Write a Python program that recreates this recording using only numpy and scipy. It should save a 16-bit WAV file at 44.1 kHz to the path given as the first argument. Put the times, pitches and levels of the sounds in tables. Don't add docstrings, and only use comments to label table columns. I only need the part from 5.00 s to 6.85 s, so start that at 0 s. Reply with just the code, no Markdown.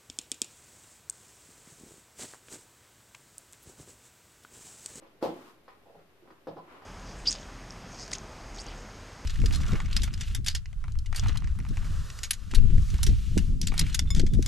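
import sys
import numpy as np
from scipy import signal
from scipy.fft import rfft, irfft, next_fast_len
from scipy.io import wavfile

SR = 44100
rng = np.random.default_rng(int(sys.argv[2]) if len(sys.argv) > 2 else 0)


def int16_out(signal):
    q = np.round(np.clip(np.atleast_2d(signal).T, -1, 1) * 32767)
    wavfile.write(sys.argv[1], SR, q.astype(np.int16))


def volts_from_decibels(level):
    exponent = np.asarray(level, float) / 20
    return 10 ** exponent


N = 81585

KNOCK_DB = -7


def unit(x):
    return x / np.sqrt(np.mean(x ** 2) + 1e-20)


def along(points, hz):
    f, v = np.transpose(points)
    return np.interp(np.log(hz + 1), np.log(f + 1), v)


def filtered(x, response):
    n = x.shape[-1]
    m = next_fast_len(n + 8192)
    return irfft(rfft(x, m) * response(np.fft.rfftfreq(m, 1 / SR)), m)[..., :n]


def spread(pair, spectrum, alike):
    def mid_and_side(hz):
        turn = np.arccos(np.clip(along(alike, hz), -1, 1)) / 2
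        return volts_from_decibels(along(spectrum, hz)) * [np.cos(turn), np.sin(turn)]

    mid, side = filtered(pair, mid_and_side)
    return unit(np.array([mid + side, mid - side]))


# (frequency [Hz], level [dB per Hz])
TONE_COLOUR = [(25, -11), (75, -11.5), (200, -12.5), (400, -8.5), (900, -17.5), (2600, -22), (8000, -36),
               (13000, -33.5)]
# (frequency [Hz], likeness [-1 to 1])
NOISE_LIKENESS = [(40, 0.7), (150, 0.72), (600, 0.59), (2000, 0.031), (8000, .0)]


def room_tone():
    return volts_from_decibels(-63) * spread(rng.standard_normal((2, N)), TONE_COLOUR, NOISE_LIKENESS)


def rub(pressure, colour):
    grains_per_s, grain_spread_db, smooth_share = 2500, 1.5, 0.6
    happens = rng.random((2, N)) < grains_per_s / SR
    hits = happens * volts_from_decibels(grain_spread_db * rng.exponential(size=(2, N)))
    grit = unit(hits * rng.standard_normal((2, N)))
    drag = rng.standard_normal((2, N))
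    noise = np.sqrt(1 - smooth_share) * grit + np.sqrt(smooth_share) * drag
    s, db = np.transpose(pressure)
    s = np.r_[s[0] - 0.015, s, s[-1] + 0.06]
    db = np.r_[db[0] - 20, db, db[-1] - 20]
    swell = volts_from_decibels(np.interp(np.arange(N) / SR, s, db, -120, -120))
    return spread(noise, colour, NOISE_LIKENESS) * swell


# (time [s], level [dB])
CREAK_PRESSURE = [(0.8, -78), (0.864, -83), (1.004, -63), (1.124, -97), (1.242, -74), (1.316, -57),
                  (1.358, -65), (1.382, -64), (1.42, -99)]
# (frequency [Hz], level [dB per Hz])
CREAK_TINT = [(88, -57), (150, -3), (476, -7), (538, -9), (1350, 0.5), (1510, -5.5), (4000, -35),
              (5200, -68), (8800, -120)]


def creak():
    return rub(CREAK_PRESSURE, CREAK_TINT) * volts_from_decibels(-2.5)


# (time [s], level [dB])
OPENING_PRESSURE = [(0.0, -78), (0.028, -58.5), (0.122, -68), (0.16, -106.5)]
# (time [s], level [dB])
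MIDDLE_PRESSURE = [(0.226, -63), (0.24, -61), (0.326, -72.5), (0.494, -72), (0.616, -95), (0.62, -112)]
# (time [s], level [dB])
CLOSING_PRESSURE = [(1.64, -68), (1.67, -67.5), (1.704, -60.5), (1.768, -60), (1.812, -64.5), (1.85, -63.5)]
# (frequency [Hz], level [dB per Hz])
MIDDLE_COLOUR = [(120, -62), (200, -13), (410, -7.5), (598, -18.5), (1020, -7.5), (1440, -12.5),
                 (1720, -15.5), (11800, -34), (14600, -28)]
# (frequency [Hz], level [dB per Hz])
OUTER_COLOUR = [(150, -10.5), (350, -0.5), (650, -6), (1020, 1), (1500, -5.5), (2800, -13.5), (4800, -25),
                (12000, -38.5)]


def scuffs():
    opening = rub(OPENING_PRESSURE, OUTER_COLOUR)
    middle = rub(MIDDLE_PRESSURE, MIDDLE_COLOUR) * volts_from_decibels(16.5)
    closing = rub(CLOSING_PRESSURE, OUTER_COLOUR) * volts_from_decibels(7.5)
    return opening + middle + closing


def ringing(modes, t, pitch_hz, octaves, rise_s):
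    hz, level_db, t60 = (column[:, None] for column in np.transpose(modes))
    scatter_db = 0.8 * rng.standard_normal(hz.shape)
    weight_db = level_db - 6 * (np.log2(hz / pitch_hz) / octaves) ** 2 + scatter_db
    tones = volts_from_decibels(weight_db - 60 * t / t60) * np.sin(2 * np.pi * hz * t)
    return -tones.sum(axis=0) * (1 - np.exp(-t / rise_s))


# (frequency [Hz], level [dB], time to fall 60 dB [s])
AIR_MODES = [(72, -11.5, 0.17), (114.4, 1.5, 0.075), (124.4, -11, 0.059), (164.5, -2.5, 0.28),
             (192.2, -9.5, 0.27), (251, -27, .3)]
# (time [s], level [dB])
LANDINGS = [
    (0.229, -32),
    (0.257, -25),
    (.95, -43),
    (1.297, -65),
    (1.469, -34),
    (1.495, -32),
    (1.564, -34.5),
    (1.621, -51),
    (1.819, -43),
]


def booms():
    out, t = np.zeros(N + SR), np.arange(round(0.6 * SR)) / SR
    for s, db in LANDINGS:
        boom = ringing(AIR_MODES, t, pitch_hz=190, octaves=1.7, rise_s=0.029)
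        out[round(s * SR):][:len(t)] += volts_from_decibels(db + KNOCK_DB) * boom
    return out[:N]


# (left delay [s], right delay [s], level [dB])
WALL_ECHOES = [(.004, 0.0063, -7.5), (.0083, 0.013, -11), (0.0154, 0.0088, -10.5), (.019, 0.026, -13.5),
               (.031, 0.011, -18.5)]
# (frequency [Hz], time to fall 60 dB [s])
TAIL_DECAY = [(120, 0.93), (500, 0.31), (2000, 0.49), (6000, 0.1), (13000, 0.051)]
# (frequency [Hz], likeness [-1 to 1])
TAIL_LIKENESS = [(150, 0.86), (400, 1), (1000, 0.16), (2500, -0.24), (12000, -0.3)]


def room(x, tail_db):
    n = len(x)
    hz, t, z = signal.stft(rng.standard_normal((2, n)), SR, nperseg=256)
    fading = z * volts_from_decibels(-60 * t / along(TAIL_DECAY, hz)[:, None])
    pair = signal.istft(fading, SR, nperseg=256)[1][:, :n]
    build_up = 1 - np.exp(-(np.arange(n) / SR / 0.0066) ** 2)
    tail = spread(pair, [(1000, 0)], TAIL_LIKENESS) * build_up
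    answer = volts_from_decibels(tail_db) * tail / np.linalg.norm(tail[0])
    answer[:, 0] = 1
    for left_s, right_s, db in WALL_ECHOES:
        answer[[0, 1], [round(left_s * SR), round(right_s * SR)]] += volts_from_decibels(db)
    return signal.fftconvolve(x[None], answer, axes=1)[:, :n]


# (frequency [Hz], level [dB per Hz])
CLICK_COLOUR = [(900, -37), (1500, -18), (2300, -2), (3200, 0), (5000, -0.5), (7500, -20.5), (11500, -14),
                (14600, -19)]


def tip_click(t, dull):
    def response(hz):
        loss_db = dull * np.log2(1 + (hz / 6500) ** 2) / 2
        return volts_from_decibels(along(CLICK_COLOUR, hz) - loss_db)

    return unit(filtered(rng.standard_normal(len(t)), response)) * volts_from_decibels(-60 * t / 0.1)


def contacts(rows, modes, gain_db, tail_db, softer=1):
    hard_db, dulling = -57, 0.6
    out, t = np.zeros((2, N + SR)), np.arange(round(0.6 * SR)) / SR
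    low_cut = signal.butter(2, 118, "high", fs=SR)
    for s, db, pitch_hz, octaves, click_db in rows:
        rise_s = softer * 0.66 / (pitch_hz * np.clip(octaves, 0.35, 1))
        ring = signal.lfilter(*low_cut, ringing(modes, t, pitch_hz, octaves, rise_s))
        click = tip_click(t, dulling * max(hard_db - db - click_db, 0))
        knock = room(volts_from_decibels(gain_db) * ring, tail_db)
        knock = knock + room(volts_from_decibels(click_db + 0.5) * click, tail_db=-4)
        out[:, round(s * SR):][:, :len(t)] += volts_from_decibels(db) * knock
    return out[:, :N]


# (frequency [Hz], level [dB], time to fall 60 dB [s])
HEEL_MODES = [(336, 4, 0.033), (540, 1, 0.038), (834, -1, 0.027), (1040, 3, 0.023), (1192, 2, 0.015),
              (1386, 0.5, 0.0083), (1860, 0, 0.024), (2230, -3.5, 0.019), (2920, -5, 0.005)]
# (time [s], level [dB], contact pitch [Hz], width [octaves], click over the knock [dB])
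HEEL_TAPS = [(.0218, -38, 663, 1.26, -35.5), (.0255, -36.5, 330, 0.84, -46), (.680, -31, 964, 0.79, -34.5),
             (.6845, -33.5, 1040, 0.68, -44), (.716, -41, 1150, 0.45, -35), (.690, -38.5, 1700, 1.3, -37),
             (.703, -43, 1190, 0.78, -27.5), (.731, -41.5, 1270, 0.7, -49), (.752, -51, 1117, 1.7, -46),
             (1.275, -43.5, 1090, 0.93, -33), (1.279, -41, 394, 1.1, -42),
             (1.3042, -37.5, 970, 1.14, -33.5), (1.3075, -38, 353, 0.51, -44),
             (1.821, -34, 970, 0.89, -31.5)]


def heel_taps():
    return contacts(HEEL_TAPS, HEEL_MODES, gain_db=-11, tail_db=-10)


# (frequency [Hz], level [dB], time to fall 60 dB [s])
BOARD_MODES = [(322.5, -6.5, 0.039), (356.6, 0, 0.052), (434.6, -3, 0.039), (505.3, 6.5, 0.02),
               (548, 4.5, 0.023), (659.6, 0.5, 0.05), (763.6, -5.5, 0.067), (809.6, -1, 0.044),
               (842.3, -2.5, 0.025), (1026, 3, 0.039), (1110, 2, 0.024), (1283, -0.5, 0.036),
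               (1680, -1, 0.044), (1860, -16, 0.016)]
# (time [s], level [dB], contact pitch [Hz], width [octaves], click over the knock [dB])
SOLE_ROLLS = [(0.001, -48, 356, 0.64, -47), (.066, -43, 575, .3, -29), (0.818, -67, 450, 0.69, -32),
              (.856, -45, 670, 0.48, -37), (.866, -40, 656, 0.4, -41), (.884, -47.5, 670, 0.56, -37),
              (0.8975, -37.5, 575, 0.45, -43), (.908, -45, 590, 0.49, -42), (.921, -49, 600, 0.48, -40),
              (.835, -49, 503, 0.36, -43), (.947, -39.5, 557, 0.56, -45), (.952, -36, 600, 0.47, -47),
              (0.992, -39, 510, 0.31, -35), (1.015, -54, 486, 1, -33), (1.206, -53, 403.6, 0.63, -51),
              (1.223, -33.5, 343, 0.2, -51), (1.238, -49, 400, 0.55, -45), (1.255, -43.5, 375, 1, -49)]


def sole_rolls():
    return contacts(SOLE_ROLLS, BOARD_MODES, KNOCK_DB, tail_db=-10.5, softer=1.6)


# (time [s], level [dB], contact pitch [Hz], width [octaves], click over the knock [dB])
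BRUSH_DOWN = [
    (.213, -47, 700, 1.1, -30),
    (.2175, -44, 600, 1.1, -34),
    (.222, -39, 600, 1.1, -36),
]
# (time [s], level [dB], contact pitch [Hz], width [octaves], click over the knock [dB])
FOOTSTEPS = [(.2262, -15.5, 416, 1.05, -32.5), (.2288, -15, 320, 0.25, -42), (.2345, -21, 700, .5, -38),
             (.2398, -12.5, 545, 0.3, -39), (.2495, -22, 800, 0.35, -38), (.2575, -20, 560, 0.7, -38),
             (.2655, -27, 450, .5, -35), (.276, -31, 780, .6, -33), (.2912, -22, 440, .7, -38),
             (.309, -35, 530, .3, -38), (.322, -33, 400, .8, -38), (.338, -30, 430, .25, -42),
             (.358, -37, 450, .6, -40), (1.4705, -30, 580, 1.0, -32), (1.4745, -30, 530, 0.4, -37),
             (1.478, -28, 505, 0.3, -43), (1.4842, -26, 580, 0.55, -37), (1.497, -39, 450, .9, -35),
             (1.510, -43, 900, .6, -40), (1.559, -33, 321, 0.4, -43), (1.562, -28, 320, .35, -43),
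             (1.568, -36, 900, .6, -38), (1.5728, -29, 610, 0.4, -42), (1.585, -32, 870, 0.3, -40),
             (1.596, -36, 980, 0.3, -40), (1.602, -38, 500, .35, -45), (1.622, -43, 380, .6, -45)]


def steps():
    return contacts(FOOTSTEPS + BRUSH_DOWN, BOARD_MODES, KNOCK_DB, tail_db=-10.5)


def scene():
    background = room_tone() + creak() + scuffs()
    return background + booms() + heel_taps() + sole_rolls() + steps()


# (frequency [Hz], left over right [dB])
MICROPHONE_LEAN = [(60, 1), (500, -0.9), (2000, 1.2), (5500, 2.5), (9000, -5), (13000, 2)]


def microphones(dry):
    def response(hz):
        lean_db = along(MICROPHONE_LEAN, hz) * np.array([[0.5], [-0.5]])
        return volts_from_decibels(lean_db) * (hz < 14560)

    return filtered(dry, response) - 0.0005


def roll_off(x):
    return signal.sosfilt(signal.butter(12, 14750, fs=SR, output="sos"), x)


def record(dry):
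    mix = microphones(dry)
    return roll_off(mix)


dry = scene()
out = record(dry)
int16_out(out)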